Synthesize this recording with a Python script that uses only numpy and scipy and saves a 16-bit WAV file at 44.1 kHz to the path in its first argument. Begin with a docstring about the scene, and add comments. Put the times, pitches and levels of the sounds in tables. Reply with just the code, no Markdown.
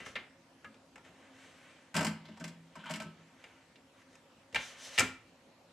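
"""The sheet-metal door of a small heating cabinet is opened by a gloved hand and later pressed shut on its latch.
Its blows are rattling contacts that excite damped modes, over a clack, thud and tick of shaped noise.
In between, a phone knocks on the shelf inside in the same way and drags over it as uneven, singing noise.
Glove and sleeve rub as grainy noise, and brief tones waver and die away after some blows.
The microphones stand close; decaying noise gives the echoes, steady noise and fuzzy fan tones the quiet workshop."""
import sys
import numpy as np
from scipy import signal
from scipy.fft import rfft, irfft
from scipy.io import wavfile
from scipy.ndimage import uniform_filter1d

SR = 44100
rng = np.random.default_rng(int(sys.argv[2]) if len(sys.argv) > 2 else 0)


def attenuation_scalar(level_db):
    """Turn a level in dB into a linear amplitude multiplier (20 dB per decade)."""
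    decades = np.asarray(level_db, float) / 20
    return 10 ** decades


def store_pcm(level_fs):
    """Save levels as 16-bit WAV."""
    pcm = np.round(np.clip(level_fs, -1, 1) * 32767).astype(np.int16)
    wavfile.write(sys.argv[1], SR, np.atleast_2d(pcm).T)


N = 252620  # length in samples

# modes of the shelf and heated chamber: (frequency [Hz], level [dB], t60 [s])
SHELF_MODES = [(91.4, -10, 0.28), (165.9, 5, 0.43), (213.6, 1.5, 0.43), (247.2, 6, 0.16),
               (597.3, -3.5, 0.2), (645, -1, 0.12), (882, 3, 0.18), (953, 11.5, 0.051), (1197, -17, 0.13),
               (1302, 1, 0.18), (1410, -7, 0.037), (1550, -0.5, 0.17), (1670, -11, 0.14), (1774, -7, 0.066),
               (2073, -2.5, 0.054), (2200, -7, 0.12), (2300, -29, 0.1), (2820, -18, 0.087),
               (2800, -3, 0.11), (2950, -10, 0.089)]


def evened(x):
    """Scales to rms 1."""
    return x / np.sqrt(np.mean(x ** 2) + 1e-20)


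def peaked(x):
    """Scales to peak 1."""
    return x / abs(x).max()


def read(points, hz):
    """Reads a table on a log-frequency axis."""
    f, value = np.transpose(points)
    return np.interp(np.log(hz + 1), np.log(f + 1), value)


def colour(x, points):
    """Filters x by a table of (frequency [Hz], gain [dB])."""
    gain = attenuation_scalar(read(points, np.fft.rfftfreq(x.shape[-1], 1 / SR)))
    return irfft(rfft(x) * gain, x.shape[-1])


def pair(size, same):
    """Left and right noise spectra, alike by the share same(Hz); with their frequencies and frame times."""
    frames, hz = size // 128 + 5, np.fft.rfftfreq(512, 1 / SR)
    a, b, c, d = rng.standard_normal((frames, 257, 4)).T
    share = np.clip(read(same, hz), -1, 1)[:, None]
    left = a + 1j * b
    right = share * left + np.sqrt(1 - share ** 2) * (c + 1j * d)
    return np.array([left, right]), hz, np.arange(frames) * 128 / SR


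def air():
    """Steady workshop noise with drifting patches in time and pitch, plus the fuzzy tones of a fan."""
    # spectrum of the room air: (frequency [Hz], gain [dB])
    air_spectrum = [(18, -41), (30, -16), (64, -12.5), (158, -18), (234, -1.5), (267, -4), (355, -11),
                    (552, -6), (612, -8), (928, -11), (1000, -11), (2430, -15.5), (7630, -25.5),
                    (13200, -39), (15000, -67)]
    # left-right likeness of the room air: (frequency [Hz], likeness [0-1])
    air_same = [(60, 0.85), (180, 1), (550, 0.81), (1650, 0.58), (4970, 0.23), (15000, 0.96)]
    # fan tones: (frequency [Hz], width [Hz], level [dB])
    fan_tones = [(107.4, 43, -78), (166, 26, -78), (265.9, 11, -71.5), (335, 20, -78.5), (513, 50, -81),
                 (547.7, 5.5, -78.5), (934, 57, -81.5)]
    spectra, _, _ = pair(N, air_same)
    patches = uniform_filter1d(rng.standard_normal(spectra[0].shape), 8, 0)
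    patches_db = 2.0 * evened(uniform_filter1d(patches, 30, 1))
    noise = signal.istft(spectra * attenuation_scalar(patches_db), nperseg=512, noverlap=384)[1][:, :N]
    hiss = attenuation_scalar(-64.5) * evened(colour(noise, air_spectrum))

    f = np.fft.rfftfreq(N, 1 / SR)
    white = rfft(rng.standard_normal(N))
    fan = np.zeros(N)
    for centre_hz, width_hz, db in fan_tones:
        fan += attenuation_scalar(db) * evened(irfft(white / (1 + (2 * (f - centre_hz) / width_hz) ** 2), N))
    return hiss + fan


def stroke(start, firmest, end, db, swell):
    """Pressure swells to the firmest moment and lets go; an end set ahead of that moment cuts it off."""
    ramp = np.interp(np.arange(N) / SR, [start, firmest, end], [0, 1, 0])
    return attenuation_scalar(db) * ramp ** swell  # higher swell = sharper rise and fade


def rubs():
    """Dense slips of cloth fibres on painted steel; the bright part whispers around a moving pitch."""
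    # strokes of glove and sleeve:
    # (start [s], firmest [s], end [s], level of the dull part [dB], bright part relative to it [dB])
    rub_strokes = [(-.1, .01, 0.097, -54.5, -11), (0.049, 0.06, 0.14, -58.5, 0),
                   (1.038, 1.052, 1.11, -58.5, -12.5), (1.08, 1.24, 1.41, -65.5, -10),
                   (1.324, 1.433, 1.625, -61.5, -6), (1.534, 1.644, 1.97, -63, -9),
                   (2.503, 2.732, 2.9, -72.5, -10), (3.024, 3.21, 3.66, -71.5, -10),
                   (3.372, 3.407, 3.75, -67, -12), (3.912, 4.033, 4.03, -67.5, -7),
                   (4.06, 4.13, 4.2, -74, 1.1), (4.19, 4.4, 3.6, -78, 7.5), (4.652, 4.76, 4.86, -61, -15.5),
                   (4.526, 4.633, 4.762, -57, 4), (4.758, 4.852, 4.9, -59, 7.5),
                   (4.84, 4.963, 5.12, -52.5, 0)]
    # spectrum of the rubbing: (frequency [Hz], gain [dB])
    rub_spectrum = [(290, -11.5), (500, 9.5), (545, 12), (990, 3.5), (1350, 9), (1880, 11.5), (3090, 6),
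                    (4940, -18.5), (5950, -15.5), (6960, -18), (11400, -32), (13400, -67.5), (15000, -57.5)]
    # path of the whisper: (time [s], centre [Hz])
    whisper_path = [(0, 5940), (1.05, 7200), (1.4, 7560), (1.7, 7800), (3.9, 6300), (4.8, 6200), (5, 5700)]
    slips = rng.standard_normal(N) * attenuation_scalar(1.15 * np.minimum(rng.exponential(1, N), 4))
    hiss = colour(slips, rub_spectrum)
    dull = signal.sosfiltfilt(signal.butter(4, 4250, fs=SR, output="sos"), hiss)

    # a resonance 900 Hz wide follows the path: shift down, smooth, shift back up
    pole = np.exp(-np.pi * 900 / SR)
    centre_hz = np.interp(np.arange(N) / SR, *np.transpose(whisper_path))
    turn = np.exp(2j * np.pi * np.cumsum(centre_hz) / SR)
    whisper = (turn * signal.lfilter([1 - pole], [1, -pole], slips / turn)).real
    bright = evened(evened(hiss - dull) + 0.3 * evened(whisper))

    out = np.zeros(N)
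    for *row, bright_db in rub_strokes:
        out += stroke(*row, swell=0.9) * (evened(dull) + attenuation_scalar(bright_db) * bright)
    return out


def room(x):
    """Echoes of chamber and workshop: noise that dies away band by band."""
    # decay of the echoes: (frequency [Hz], t60 [s])
    room_decay = [(100, 0.98), (300, 0.4), (1000, 0.46), (2500, 0.44), (6000, .3), (12000, 0.26)]
    # left-right likeness of the echoes: (frequency [Hz], likeness [0-1])
    room_same = [(200, 1.), (600, 0.9), (2000, 0.79), (8000, 0.34)]
    spectra, hz, t = pair(SR // 2, room_same)
    fade = attenuation_scalar(-60 * t / read(room_decay, hz)[:, None])
    tail = signal.istft(spectra * fade, nperseg=512, noverlap=384)[1]
    tail = colour(tail, [(100, -5.5), (700, -3), (1500, -1.5), (15000, 0.0)])  # less bass comes back
    tail *= 1 - np.exp(-np.arange(tail.shape[1]) / SR / 0.00053)
    return signal.fftconvolve(x.mean(0)[None], tail / np.linalg.norm(tail[0]), axes=1)[:, :N]


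def tones():
    """Single tones stand out after some blows: each holds one wavering pitch and dies away."""
    # (time [s], level [dB], frequency [Hz], t60 [s])
    tone_rows = [(.001, -51.5, 1980, 0.21), (.001, -52.5, 2770, 0.22), (.157, -34, 550, 0.031),
                 (0.645, -38.5, 1674, 0.091), (0.651, -50, 1254, 0.16), (0.658, -55, 222, 0.41),
                 (1.943, -35.5, 1530, 0.12), (2.406, -50.5, 1520, 0.13), (2.839, -48.5, 1467, 0.49),
                 (2.856, -52, 3186, 0.33), (2.902, -39, 618, 0.1), (3.003, -44.5, 630, 0.11),
                 (4.548, -46, 543, 0.17), (4.549, -45, 897, 0.23), (4.868, -49, 590, 0.041),
                 (4.992, -35, 105, 0.3), (4.998, -39.5, 415, 0.22), (5.013, -38, 261.2, 0.32)]
    out, t = np.zeros(N + SR), np.arange(SR // 2) / SR
    for s, db, hz, t60 in tone_rows:
        noise = rng.standard_normal((2, len(t)))
        sway, flutter = (evened(uniform_filter1d(v, 250)) for v in noise)
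        phase = 2 * np.pi * np.cumsum(hz * (1 + 0.014 * sway)) / SR
        tone = np.sin(phase) * attenuation_scalar(3.8 * flutter)
        fade = attenuation_scalar(db - 60 * t / t60) * (1 - np.exp(-t / 0.0016))
        out[round(s * SR):][:len(t)] += tone * fade
    return out[:N]


def blows(rows, modes, crack, contact_ms, knock_db, ring_db, clack_t60, width, tail, tick_tail,
          thump_db, thump_hz, thump_width):
    """A short rattling contact rings a body: low modes thud, high ones ring in a dense clack, the treble ticks."""
    # left-right likeness of clack and tick: (frequency [Hz], likeness [0-1])
    clack_same = [(100, 1.), (500, 0.96), (1500, 0.78), (4000, 0.78), (10000, 0.68)]
    out, t = np.zeros((2, N + SR)), np.arange(SR // 2) / SR
    f = np.fft.rfftfreq(len(t), 1 / SR) + 1
    same = np.clip(read(clack_same, f), -1, 1)
    hz, db, t60 = np.transpose(modes)
    low = hz < 650  # these modes thud, the others ring
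    linger = attenuation_scalar(-60 * t / clack_t60) * (1 - np.exp(-t / 0.0011))  # countless small modes linger
    for s, peak_db, thud_db, tick_db, clack_hz in rows:
        luck = rng.standard_normal((2, len(hz)))
        noise = rng.standard_normal((5, len(t)))

        # each blow lands on another spot; modes near the clack speak most
        rings = attenuation_scalar(db + 2.0 * luck[0])[:, None] * np.sin(2 * np.pi * hz[:, None] * t)
        rings *= attenuation_scalar(-60 * t / t60[:, None])
        near = np.where(low, 1, 1 / (1 + (np.log2(hz / clack_hz) / 0.4) ** 2))
        rings *= (near * np.sign(luck[1]))[:, None]

        press = np.exp(-(t * 1000 / contact_ms) ** 0.89) * (1 - np.exp(-t * 1000 / (0.17 * contact_ms)))
        press *= attenuation_scalar(1.45 * evened(uniform_filter1d(noise[4], 50)))  # the contact chatters
        ring = signal.fftconvolve(rings[~low].sum(0), noise[0] * press)[:len(t)]

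        a, b, c = rfft(noise[1:4])
        both = np.array([a, same * a + np.sqrt(1 - same ** 2) * b])
        heft_db = 0.33 * np.clip(thud_db - peak_db + 15, -20, 10)  # heavy blows knock more
        knock = attenuation_scalar(knock_db + heft_db) / (1 + (np.log2(f / 700) / 0.59) ** 4)  # duller body under the clack
        clack_band = 1 / (1 + (np.log2(f / clack_hz) / width) ** 4)
        clack = evened(irfft(both * (knock + clack_band))) * (press + tail * linger)

        soft_hz = 9300 * attenuation_scalar(0.28 * (tick_db + 64))  # the softer the touch, the duller its tick
        tick = evened(colour(irfft(both / (1 + (f / soft_hz) ** 4)), crack))
        tick *= press + tick_tail * linger

        thump = evened(irfft(c / (1 + (np.log2(f / thump_hz) / thump_width) ** 4)))
        thump *= attenuation_scalar(thump_db - 60 * t / 0.24)
        low_ring = rings[low].sum(0)
        thud = low_ring / np.sqrt(np.mean(low_ring[:2000] ** 2)) + thump
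        thud *= 1 - np.exp(-t / 0.0069)

        muffle_db = 0.5 * min(peak_db + 42.0, 0)  # soft touches of a glove damp the ring
        body = peaked(clack) + attenuation_scalar(ring_db + muffle_db) * peaked(ring)
        blow = attenuation_scalar(peak_db) * body + attenuation_scalar(thud_db) * peaked(thud) + attenuation_scalar(tick_db) * tick
        out[:, round(s * SR):][:, :len(t)] += blow
    return out[:, :N]


def door_blows():
    """Door panel and latch are struck by brief contacts; the clack lingers in the sheet metal."""
    # (time [s], clack level [dB], thud level [dB], tick level [dB], clack centre [Hz])
    door_rows = [(0.002, -41.5, -48, -58, 1900), (0.062, -35, -45, -51, 1780),
                 (0.132, -62, -54.5, -67, 1550), (0.155, -27.5, -71, -62, 2240),
                 (0.162, -30, -47.5, -71, 2100), (0.645, -38.5, -56.5, -64, 2000),
                 (0.743, -55, -58.5, -64, 2300), (0.957, -45.5, -56, -55, 1690),
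                 (0.979, -48, -66, -62, 1420), (1.048, -67, -62, -61.5, 2180),
                 (1.089, -57, -54.5, -68, 1640), (3.44, -43, -56, -59, 2450), (3.757, -49, -60, -75, 2930),
                 (4.154, -54, -70, -58.5, 1700), (4.526, -48.5, -47, -58, 2620),
                 (4.546, -25.5, -43, -35.5, 2270), (4.558, -20.5, -43, -42.5, 2220),
                 (4.869, -48, -59.5, -53, 3020), (4.978, -18.5, -55, -35.5, 2520),
                 (4.985, -15, -46.5, -23, 2460), (4.994, -20, -33.5, -18, 2320),
                 (5.003, -23, -31, -23.5, 1760), (5.016, -24, -38, -44, 1670)]
    # modes of door panel and latch: (frequency [Hz], level [dB], t60 [s])
    door_modes = [(60.7, -4.5, 0.25), (85.6, -4.5, 0.26), (113.8, -10, 0.46), (172.8, 6.5, 0.23),
                  (210, 1.5, 0.26), (257, 8, 0.22), (337, -25, 0.16), (378, -1, 0.37), (450, 6.5, 0.17),
                  (522, 9, 0.15), (828, 5, 0.102), (1130, -1.5, 0.18), (1298, 2, 0.11), (1395, 4.5, 0.11),
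                  (1780, 2.5, 0.064), (1988, -7, 0.082), (2120, -4, 0.15), (2257, -10.5, 0.077),
                  (2340, 3, 0.069), (2620, -27, 0.18), (2770, 8, 0.037), (3070, -20.5, 0.081)]
    # broad crack of a contact: (frequency [Hz], gain [dB])
    door_crack = [(1470, -23), (2500, 0.5), (3980, -28), (5050, -4), (5570, -8), (6300, -4.5), (7980, -2.5),
                  (9010, -13), (12600, -20.5), (15500, -70)]
    return blows(door_rows, door_modes, door_crack, contact_ms=3.66, knock_db=-2.5,
                 ring_db=-3.5, clack_t60=0.28, width=0.78, tail=0.19, tick_tail=0.063,
                 thump_db=4.5, thump_hz=172, thump_width=1.83)  # t60 in s, widths in octaves


def drags():
    """The phone slips unevenly over the shelf: a rough scrape that also sings in the shelf's modes."""
    # (start [s], firmest [s], end [s], level [dB])
    drag_strokes = [(1.57, 2.314, 3.2, -62.5), (2.82, 2.865, 3.5, -51), (2.65, 2.8, 3.26, -54.5)]
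    slips = rng.standard_normal(N) * attenuation_scalar(4.1 * evened(uniform_filter1d(rng.standard_normal(N), 150)))
    f = np.fft.rfftfreq(N, 1 / SR)
    sing = np.zeros(len(f))
    for hz, db, t60 in SHELF_MODES:
        if hz > 500:
            sing += attenuation_scalar(db) / (1 + (2 * (f - hz) * t60 / 0.59) ** 2) ** 0.5
    scrape = evened(colour(slips, [(200, -24), (500, -10), (1500, 1.5), (3300, 7.0),
                                   (5000, -14), (8000, -14), (14000, -55)]))
    sound = evened(scrape + evened(irfft(rfft(slips) * sing, N)))
    return sound * sum(stroke(*row, swell=5.5) for row in drag_strokes)


def shelf_blows():
    """The phone knocks on the shelf: longer contacts excite the modes of shelf and chamber."""
    # (time [s], clack level [dB], thud level [dB], tick level [dB], clack centre [Hz])
    shelf_rows = [(1.942, -37.5, -41, -40, 1470), (1.951, -31.5, -28.5, -36, 1510),
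                  (1.964, -30, -28.5, -28.5, 1550), (1.976, -30, -36, -41, 1200),
                  (1.989, -28.5, -29.5, -39, 1550), (2.007, -28.5, -25, -37, 1590),
                  (2.027, -34.5, -31.5, -40, 950), (2.046, -34, -40, -30.5, 953),
                  (2.066, -29.5, -29, -36, 2030), (2.253, -47.5, -54, -85, 2580),
                  (2.284, -50, -41.5, -77, 2450), (2.372, -50.5, -73, -58.5, 917),
                  (2.398, -64, -42.5, -51, 1880), (2.408, -44, -39, -56, 1450),
                  (2.44, -40, -40.5, -42.5, 2000), (2.477, -49.5, -45, -48.5, 2200),
                  (2.754, -45, -63, -54, 1030), (2.764, -46.5, -44.5, -64, 1300),
                  (2.841, -53, -48, -63, 1500), (2.856, -41, -67, -56.5, 1440),
                  (2.896, -37, -47, -47, 1550), (2.908, -38.5, -38, -39.5, 1600),
                  (2.936, -35.5, -64, -43.5, 2100), (2.957, -44, -42.5, -43, 1540),
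                  (3, -37, -40, -46.5, 1740), (3.019, -44, -66, -46.5, 1321), (3.05, -57, -42.5, -77, 2500)]
    # broad crack of a contact within the chamber: (frequency [Hz], gain [dB])
    shelf_crack = [(1470, -12), (2500, -3.5), (3190, -6.5), (3750, -16.5), (4170, -7), (4430, -11),
                   (4860, -4.5), (5530, -5.5), (6390, -10), (7560, -2), (9880, -16.5), (13500, -22),
                   (15500, -62)]
    return blows(shelf_rows, SHELF_MODES, shelf_crack, contact_ms=8.2, knock_db=-9.5,
                 ring_db=-3.5, clack_t60=0.13, width=1.0, tail=0.48, tick_tail=0.07,
                 thump_db=-2.0, thump_hz=223, thump_width=0.66)  # t60 in s, widths in octaves


def scene():
    """Direct sounds lean a little to the left; their echoes and the workshop air join them."""
    door, shelf = door_blows(), shelf_blows()
    slides, ringing = rubs() + drags(), tones()
    lean = attenuation_scalar(np.array([[0.4], [-0.4]]))  # left, right
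    near = (door + shelf + slides + ringing) * lean
    to_room = attenuation_scalar(-12) * door + attenuation_scalar(-7) * shelf + attenuation_scalar(-3.0) * slides + attenuation_scalar(-17.5) * ringing
    return near + room(to_room) + air()


def band_limit(x):
    """A steep low-pass at the top of the band."""
    return signal.sosfilt(signal.butter(12, 15710, fs=SR, output="sos"), x)


def record(dry):
    """A small microphone pair loses the deepest bass, below 48 Hz."""
    thin = signal.sosfilt(signal.butter(4, 48, "high", fs=SR, output="sos"), dry)
    return band_limit(thin)


dry = scene()
out = record(dry)
store_pcm(out)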